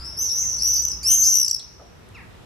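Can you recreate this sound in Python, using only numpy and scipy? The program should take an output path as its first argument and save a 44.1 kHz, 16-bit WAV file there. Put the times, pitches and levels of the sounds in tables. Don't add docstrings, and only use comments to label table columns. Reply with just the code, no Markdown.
import sys
import numpy as np
from scipy import signal
from scipy.io import wavfile
from scipy.ndimage import uniform_filter1d

SR = 44100
rng = np.random.default_rng(int(sys.argv[2]) if len(sys.argv) > 2 else 0)


def dump(signal):
    limited = np.clip(np.atleast_2d(signal).T, -1, 1)
    pcm = np.round(limited * 32767).astype(np.int16)
    wavfile.write(sys.argv[1], SR, pcm)


def boost(x):
    u = np.asarray(x, float) / 20
    return 10 ** u


N = 108045
T = np.arange(N) / SR
EAR = np.array([[.5], [-.5]])


def rms_one(x):
    return x / np.sqrt(np.mean(x ** 2) + 1e-20)


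def at_hz(points, hz):
    point_hz, value = np.transpose(points)
    return np.interp(np.log(hz), np.log(point_hz), value)


def drift(rate):
    r = np.exp(-2 * np.pi * rate / SR)
    return rms_one(signal.lfilter([1], [1, -2 * r, r * r], rng.standard_normal(N + SR))[SR:])


def smooth(x, seconds):
    width = int(seconds * SR) + 1
    return uniform_filter1d(uniform_filter1d(x, width), width)


def band(x, low, high, order=2):
    return signal.sosfilt(signal.butter(order, [low, high], "band", fs=SR, output="sos"), x)


def whistle_phase(hz):
    return 2 * np.pi * np.cumsum(hz) / SR


def town():
    # frequency in Hz, density in dB per Hz.
    rumble = [(15, -54), (40, -6.5), (123, -4.5), (270, -16.5), (394, -8.5), (439, -20), (863, -18.5),
              (2760, -27.5), (16000, -46)]
    # frequency in Hz, left-right likeness from 0 to 1.
    likeness = [(30, 0.26), (70, 0.99), (150, 0.097), (400, 0.029), (16000, 0.056)]
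    # time in seconds, level in dB.
    engine_level = [(0, -41.5), (.3, -53.5), (.6, -43), (1.3, -44.5), (1.45, -49.5), (2.45, -64)]
    rumble_db, engine_hz = -44.5, 63.5
    out = 0
    edges = 31 * 2 ** np.arange(0, 9.1, .5)
    white = rng.standard_normal((2, 2, N + SR))
    for k, (low, high) in enumerate(zip(edges, edges[1:])):
        centre = np.sqrt(low * high)
        mid, side = band(white[k % 2], low, high)[:, SR:]
        alike = np.clip(at_hz(likeness, centre), 0, 1)
        both = np.sqrt(1 + alike) * mid + np.sqrt(1 - alike) * side * [[1], [-1]]
        out = out + boost(at_hz(rumble, centre) + 0.85 * drift(3.3)) * both
    engine_db = np.interp(T, *np.transpose(engine_level)) + 3.5
    engine = np.sin(whistle_phase(engine_hz + 1.06 * drift(2.4))) * boost(engine_db)
    return boost(rumble_db) * rms_one(out) + engine


def knock():
    # frequency in Hz, level in dB, t60 in seconds.
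    rings = [
        (591.4, 12, 0.2),
        (1255, 2.5, 0.088),
    ]
    start_s, level_db, rise_s = 1.795, -46, 0.0055
    t = np.maximum(T - start_s, 0)
    out = 0
    for hz, db, t60 in rings:
        ring = np.sin(2 * np.pi * hz * t) * drift(161)
        out = out + boost(level_db + db - 60 * t / t60) * ring * np.minimum(t / rise_s, 1)
    return out


def ticks():
    # start in seconds, centre in Hz, level in dB, t60 in seconds.
    puffs = [
        (2.087, 9270, -49.5, 0.033),
        (2.115, 6000, -54, 0.013),
        (2.118, 2400, -49, 0.0088),
    ]
    out = 0
    for s, hz, db, t60 in puffs:
        puff = band(rng.standard_normal(N), hz / 1.5, hz * 1.24)
        out = out + boost(db - 60 * np.abs(T - s) / t60) * (T > s) * puff
    return out


def jackdaw():
    # time in seconds, pitch in Hz, level in dB.
    yelp_path = [
        (2.146, 1420, -50),
        (2.152, 1370, -41),
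        (2.168, 1170, -42),
        (2.182, 960, -43),
        (2.21, 770, -52),
    ]
    harmonics_db = (-9, 0, -11, -8, -17)
    dulling_db_per_s, echo_s, echo_db = 420, 0.033, -2.5
    s, hz, db = np.transpose(yelp_path)
    phase = whistle_phase(np.interp(T, s, hz))
    dull_db = dulling_db_per_s * np.abs(T - s[0])
    voice = 0
    for k, part_db in enumerate(harmonics_db):
        voice = voice + boost(part_db - dull_db * (k > 1)) * np.sin((k + 1) * phase)
    yelp = boost(np.interp(T, s, db, -120, -120)) * voice
    return yelp + boost(echo_db) * np.interp(T - echo_s, T, smooth(yelp, .00009))


def squeaks():
    # start in seconds, first pitch in Hz, last pitch in Hz, level in dB, length in seconds.
    glides = [(0.831, 8100, 7900, -37.5, .012), (0.68, 8300, 7800, -34.5, 0.01),
              (.894, 8100, 7430, -36, 0.011), (1.456, 7200, 7700, -21.5, 0.012),
              (1.49, 7620, 7600, -28, 0.022), (1.522, 7700, 7520, -30, 0.0053),
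              (1.5597, 14000, 4950, -33, 0.0014), (1.594, 4500, 3170, -33.5, 0.013),
              (1.594, 8200, 8200, -36.5, 0.0073), (1.677, 4300, 5800, -51, 0.0145),
              (1.5595, 13000, 7000, -35, 0.0021), (1.3, 4550, 6100, -39.5, .05),
              (1.6, 3800, 5200, -45, .04), (.173, 10000, 12000, -36.5, 0.0063),
              (1.364, 4800, 3300, -36.5, 0.0033), (0.425, 2300, 1700, -48.5, 0.044),
              (-.01, 1335, 1403, -53.5, 0.17)]
    out = 0
    for s, from_hz, to_hz, db, length in glides:
        place = np.clip((T - s) / length, 0, 1)
        swell = np.sin(np.pi * np.sqrt(place))
        out = out + boost(db) * swell * np.sin(whistle_phase(from_hz + (to_hz - from_hz) * place))
    return out * (1 + 0.99 * drift(350))


def trill(number):
    # scream number, first note in seconds, first gap in seconds, gap growth per note,
    # note length in seconds.
    closing = [
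        (0, .24, .014, 1.01, 0.011),
        (2, .8197, .03, 1.055, .007),
        (3, .621, 0.0113, 1.025, 0.00623),
        (4, 1.4498, .03, 1.05, .0065),
        (5, 1.3405, 0.014, 1.022, 0.0053),
    ]
    between_db, snap_s, rise_s = -24, 0.0013, 0.0006
    for which, first, gap, growth, length in closing:
        if round(which) == number:
            starts = first + gap * np.cumsum(np.r_[0, growth ** np.arange(16)])
            since = T - starts[np.clip(np.searchsorted(starts, T) - 1, 0, None)]
            note = np.clip(since / rise_s, 0, 1) * np.clip(3.2 * (1 - since / length), 0, 1)
            before = smooth(1. * (T < first - .4 * gap), 0.0041)
            gate = np.maximum(np.maximum(note, boost(between_db)), before)
            place = (np.clip(since / length, 0, 1) - .5) * (T > first)
            snap = np.exp(-np.abs(since) / snap_s) * (since > 0)
            return gate, place, snap
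    return 1, 0, 0


def scream(number, rows, buzz_hz, octave_db, breath_db):
    half_partials_db = (-14.5, -2.5, -11.5)
    third_db = (-50, -34, -51, -36, -19.5, -42)
    octave_fade_db = (5.4, 9.6, 0.55, 5, 6.8, 1.1)
    pitch_jitter_hz = (55, 60, 12, 14, 14, 12)
    note_drop_hz = (206, 10, -60, 198.5, 31, 130.5)
    bend_s, buzz_swing_hz, buzz_jitter, level_jitter_db = .008, 216, .03, 1.6
    rasp_db, half_pulse, half_rasp, third_s = -26, 0.73, 0.36, 0.028
    octave_pan_db, ear_wander_db, ear_lag_s = -3, 3.5, 1.25e-5
    overtone_swirl = 0.38
    snap_db, breath_rise_db = -25, 7

    s, *cols = np.transpose(rows)
    hz, db, half_db, buzz = [smooth(np.interp(T, s, c), 0.0056) for c in cols]
    gate, place, snap = trill(number)
    along = np.clip((T - s[0]) / (s[-1] - s[0]), 0, 1)

    buzz = np.clip(buzz, 0, 1)
    cycle = whistle_phase(buzz_hz * (1 + buzz_jitter * drift(14.44)))
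    pulse = 1 + .5 * buzz * np.cos(cycle + 0.29)
    hz = smooth(hz, bend_s) + buzz_swing_hz * buzz * np.sin(cycle)
    hz = hz + pitch_jitter_hz[number] * drift(70.2) - note_drop_hz[number] * place
    lag_cycles = EAR * hz * ear_lag_s * (1 + 0.32 * drift(7.2))
    phase = whistle_phase(hz) + 2 * np.pi * lag_cycles
    swirl = 2 * EAR * overtone_swirl * drift(58)

    tone = np.sin(phase) * (pulse + boost(rasp_db) * drift(1000)) * boost(EAR * ear_wander_db * drift(16.3))
    octave_db = octave_db - octave_fade_db[number] * along + 2.0 * drift(34)
    octave_db = octave_db + EAR * (octave_pan_db + 3.2 * drift(31))
    tone = tone + boost(octave_db) * np.sin(2 * phase + swirl)
    deep_pulse = (1 + half_pulse * np.sqrt(buzz) * np.cos(cycle + 0.3)) ** 2
    for k, part_db in enumerate(half_partials_db):
        level = boost(half_db + part_db + 1.3 * drift(82) + EAR * octave_pan_db)
        tone = tone + level * np.sin((k + .5) * phase + swirl) * (deep_pulse + half_rasp * drift(490))
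    tone = tone + boost(third_db[number]) * np.exp(-np.abs(T - s[0]) / third_s) * np.sin(3 * phase)

    air = rng.standard_normal((3, N))
    breath = band(air[:2] + 0.87 * air[2], 6870, 12360, 5)
    breath = breath * (boost(breath_db + breath_rise_db * (along - 0.5)) * pulse + boost(snap_db) * snap)
    alive = smooth(1. * (T > s[0]) * (T < s[-1]), 0.0017)
    return np.sqrt(2) * boost(db + level_jitter_db * drift(45.0)) * gate * alive * (tone + breath)


def street(x):
    gap_s, near_t60_s, far_t60_s, far_db, cut_hz = 0.0074, 0.38, 0.9, -11.5, 6630
    t = np.arange(SR) / SR - gap_s
    decay = boost(-60 * t / near_t60_s) + boost(far_db - 60 * t / far_t60_s)
    tail = rng.standard_normal((2, SR)) * decay * (t > 0)
    tail = tail + 4.3 * signal.sosfilt(signal.butter(4, cut_hz, fs=SR, output="sos"), tail)
    return signal.fftconvolve(x[None], rms_one(tail) / np.sqrt(SR), axes=1)[:, :N]


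def house_fronts(direct):
    out = 0
    for lag_s, db in ((0.0010964, -18), (0.018, -9.5)):
        left = np.interp(T - lag_s, T, direct[0])
        right = np.interp(T - lag_s * 1.08, T, direct[1])
        out = out + boost(db) * np.array([left, right])
    return out


def scene():
    # time in seconds, pitch in Hz, level in dB, half-pitch partials in dB,
    # buzz depth from 0 to 1.
    far_scream = [(-.03, 4550, -44, -22, 0.95), (.06, 5360, -37.5, -22, 0.82), (.16, 5565, -45.5, -33, 1),
                  (.283, 5360, -38, -36, 0.17), (.303, 3630, -44, -39.5, 0.28)]
    wavy_scream = [(.166, 4705, -44, -24.5, 0.12), (0.175, 5350, -31, -42.5, 0.3),
                   (.218, 6300, -21.5, -20.5, 0.21), (0.271, 5718, -27.5, -42, 0.26),
                   (0.308, 5560, -29, -32, 0.32), (0.361, 5910, -26.5, -42.5, 1),
                   (0.409, 6280, -22.5, -33, 1), (0.498, 6002, -28.5, -29, 1),
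                   (0.602, 5855, -32, -32.5, 0.96)]
    middle_scream = [(.635, 5575, -26.5, -26.5, 0.55), (.665, 5900, -23.5, -23, 0.81),
                     (0.702, 6030, -23, -30, 0.74), (0.802, 5978, -21, -32, 0.8),
                     (.85, 6103, -18, -27, 0.22), (.885, 5765, -20, -19.5, 0.23),
                     (0.926, 5200, -27.5, -22, 0.21)]
    middle_answer = [(.588, 4292, -43, -21.5, .05), (.61, 5153, -30.5, -25, .05),
                     (.624, 5610, -18, -19.5, .06), (.65, 5793, -23, -29, .1),
                     (0.709, 5753, -21.5, -27.5, .1), (0.749, 5394, -18.5, -21, 0.11),
                     (0.788, 4360, -41, -36, 0.101)]
    near_scream = [(1.03, 4500, -41.5, -2, 0.041), (1.056, 5255, -19.5, -22.5, 0.32),
                   (1.105, 6100, -13, -10, 0.65), (1.163, 6318, -15.5, -15, 0.81),
                   (1.177, 6247, -15.5, -34, 0.93), (1.268, 6154, -12.5, -29.5, 1),
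                   (1.42, 6015, -20.5, -23.5, 0.46), (1.501, 5853, -11, -19, 0.47),
                   (1.553, 5303, -12.5, -53, 0.37)]
    near_answer = [(1.232, 4280, -36.5, -29, .05), (1.25, 5260, -20, -16, .05),
                   (1.309, 5820, -23, -27.5, 0.051), (1.348, 5757, -11, -12, 0.043),
                   (1.37, 5780, -5.5, -24, .05), (1.41, 5670, -12, -15.5, .05),
                   (1.45, 5428, -13.5, -29, 0.043), (1.505, 4345, -28, -8, 0.054)]
    # buzz rate in Hz, octave in dB, left-right in dB,
    # street tail in dB, breath in dB, left-right at the end in dB.
    voicing = [
        (267, -15.5, 2.5, -2, -22, 0.5),
        (280, -14, 0, -1.5, -24, 2.5),
        (278, -14.5, 3.5, -2, -32, 2.7),
        (272, -13, 2, -5.5, -37, 1.2),
        (247, -11.5, 1.6, -11, -22.5, 1.5),
        (263, -11, 3, -8, -31.5, 3.5),
    ]
    calls = (far_scream, wavy_scream, middle_scream, middle_answer, near_scream, near_answer)
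    far = jackdaw() + knock() + ticks()
    squeak = squeaks()
    direct = squeak * np.ones((2, 1))
    wet = boost(-8.5) * far + boost(-10.0) * squeak
    for k, (rows, voice) in enumerate(zip(calls, voicing)):
        buzz_hz, octave_db, pan_db, tail_db, breath_db, last_pan_db = voice
        call = scream(k, rows, buzz_hz, octave_db, breath_db)
        pan = np.interp(T, [rows[0][0], rows[-1][0]], [pan_db, last_pan_db])
        direct = direct + call * boost(EAR * pan)
        wet = wet + boost(tail_db) * call.mean(0)
    return direct + house_fronts(direct) + street(wet) + far + town()


def roll_off(x):
    return signal.sosfilt(signal.butter(12, 16270, fs=SR, output="sos"), x)


def record(dry):
    duck_from_db, attack_s, release_db_per_s = -19.5, 0.37, 35
    db = 10 * np.log10(smooth(np.mean(dry ** 2, 0), 0.01) + 1e-12)
    release = release_db_per_s * T
    held = np.maximum.accumulate(db + release) - release
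    r = np.exp(-1 / (attack_s * SR))
    cut_db = signal.lfilter([1 - r], [1, -r], np.maximum(held - duck_from_db, 0))
    limited = np.tanh(dry * boost(-cut_db))
    mix = signal.sosfilt(signal.cheby2(10, 60, 16300, fs=SR, output="sos"), limited)
    return roll_off(mix)


dry = scene()
out = record(dry)
dump(out)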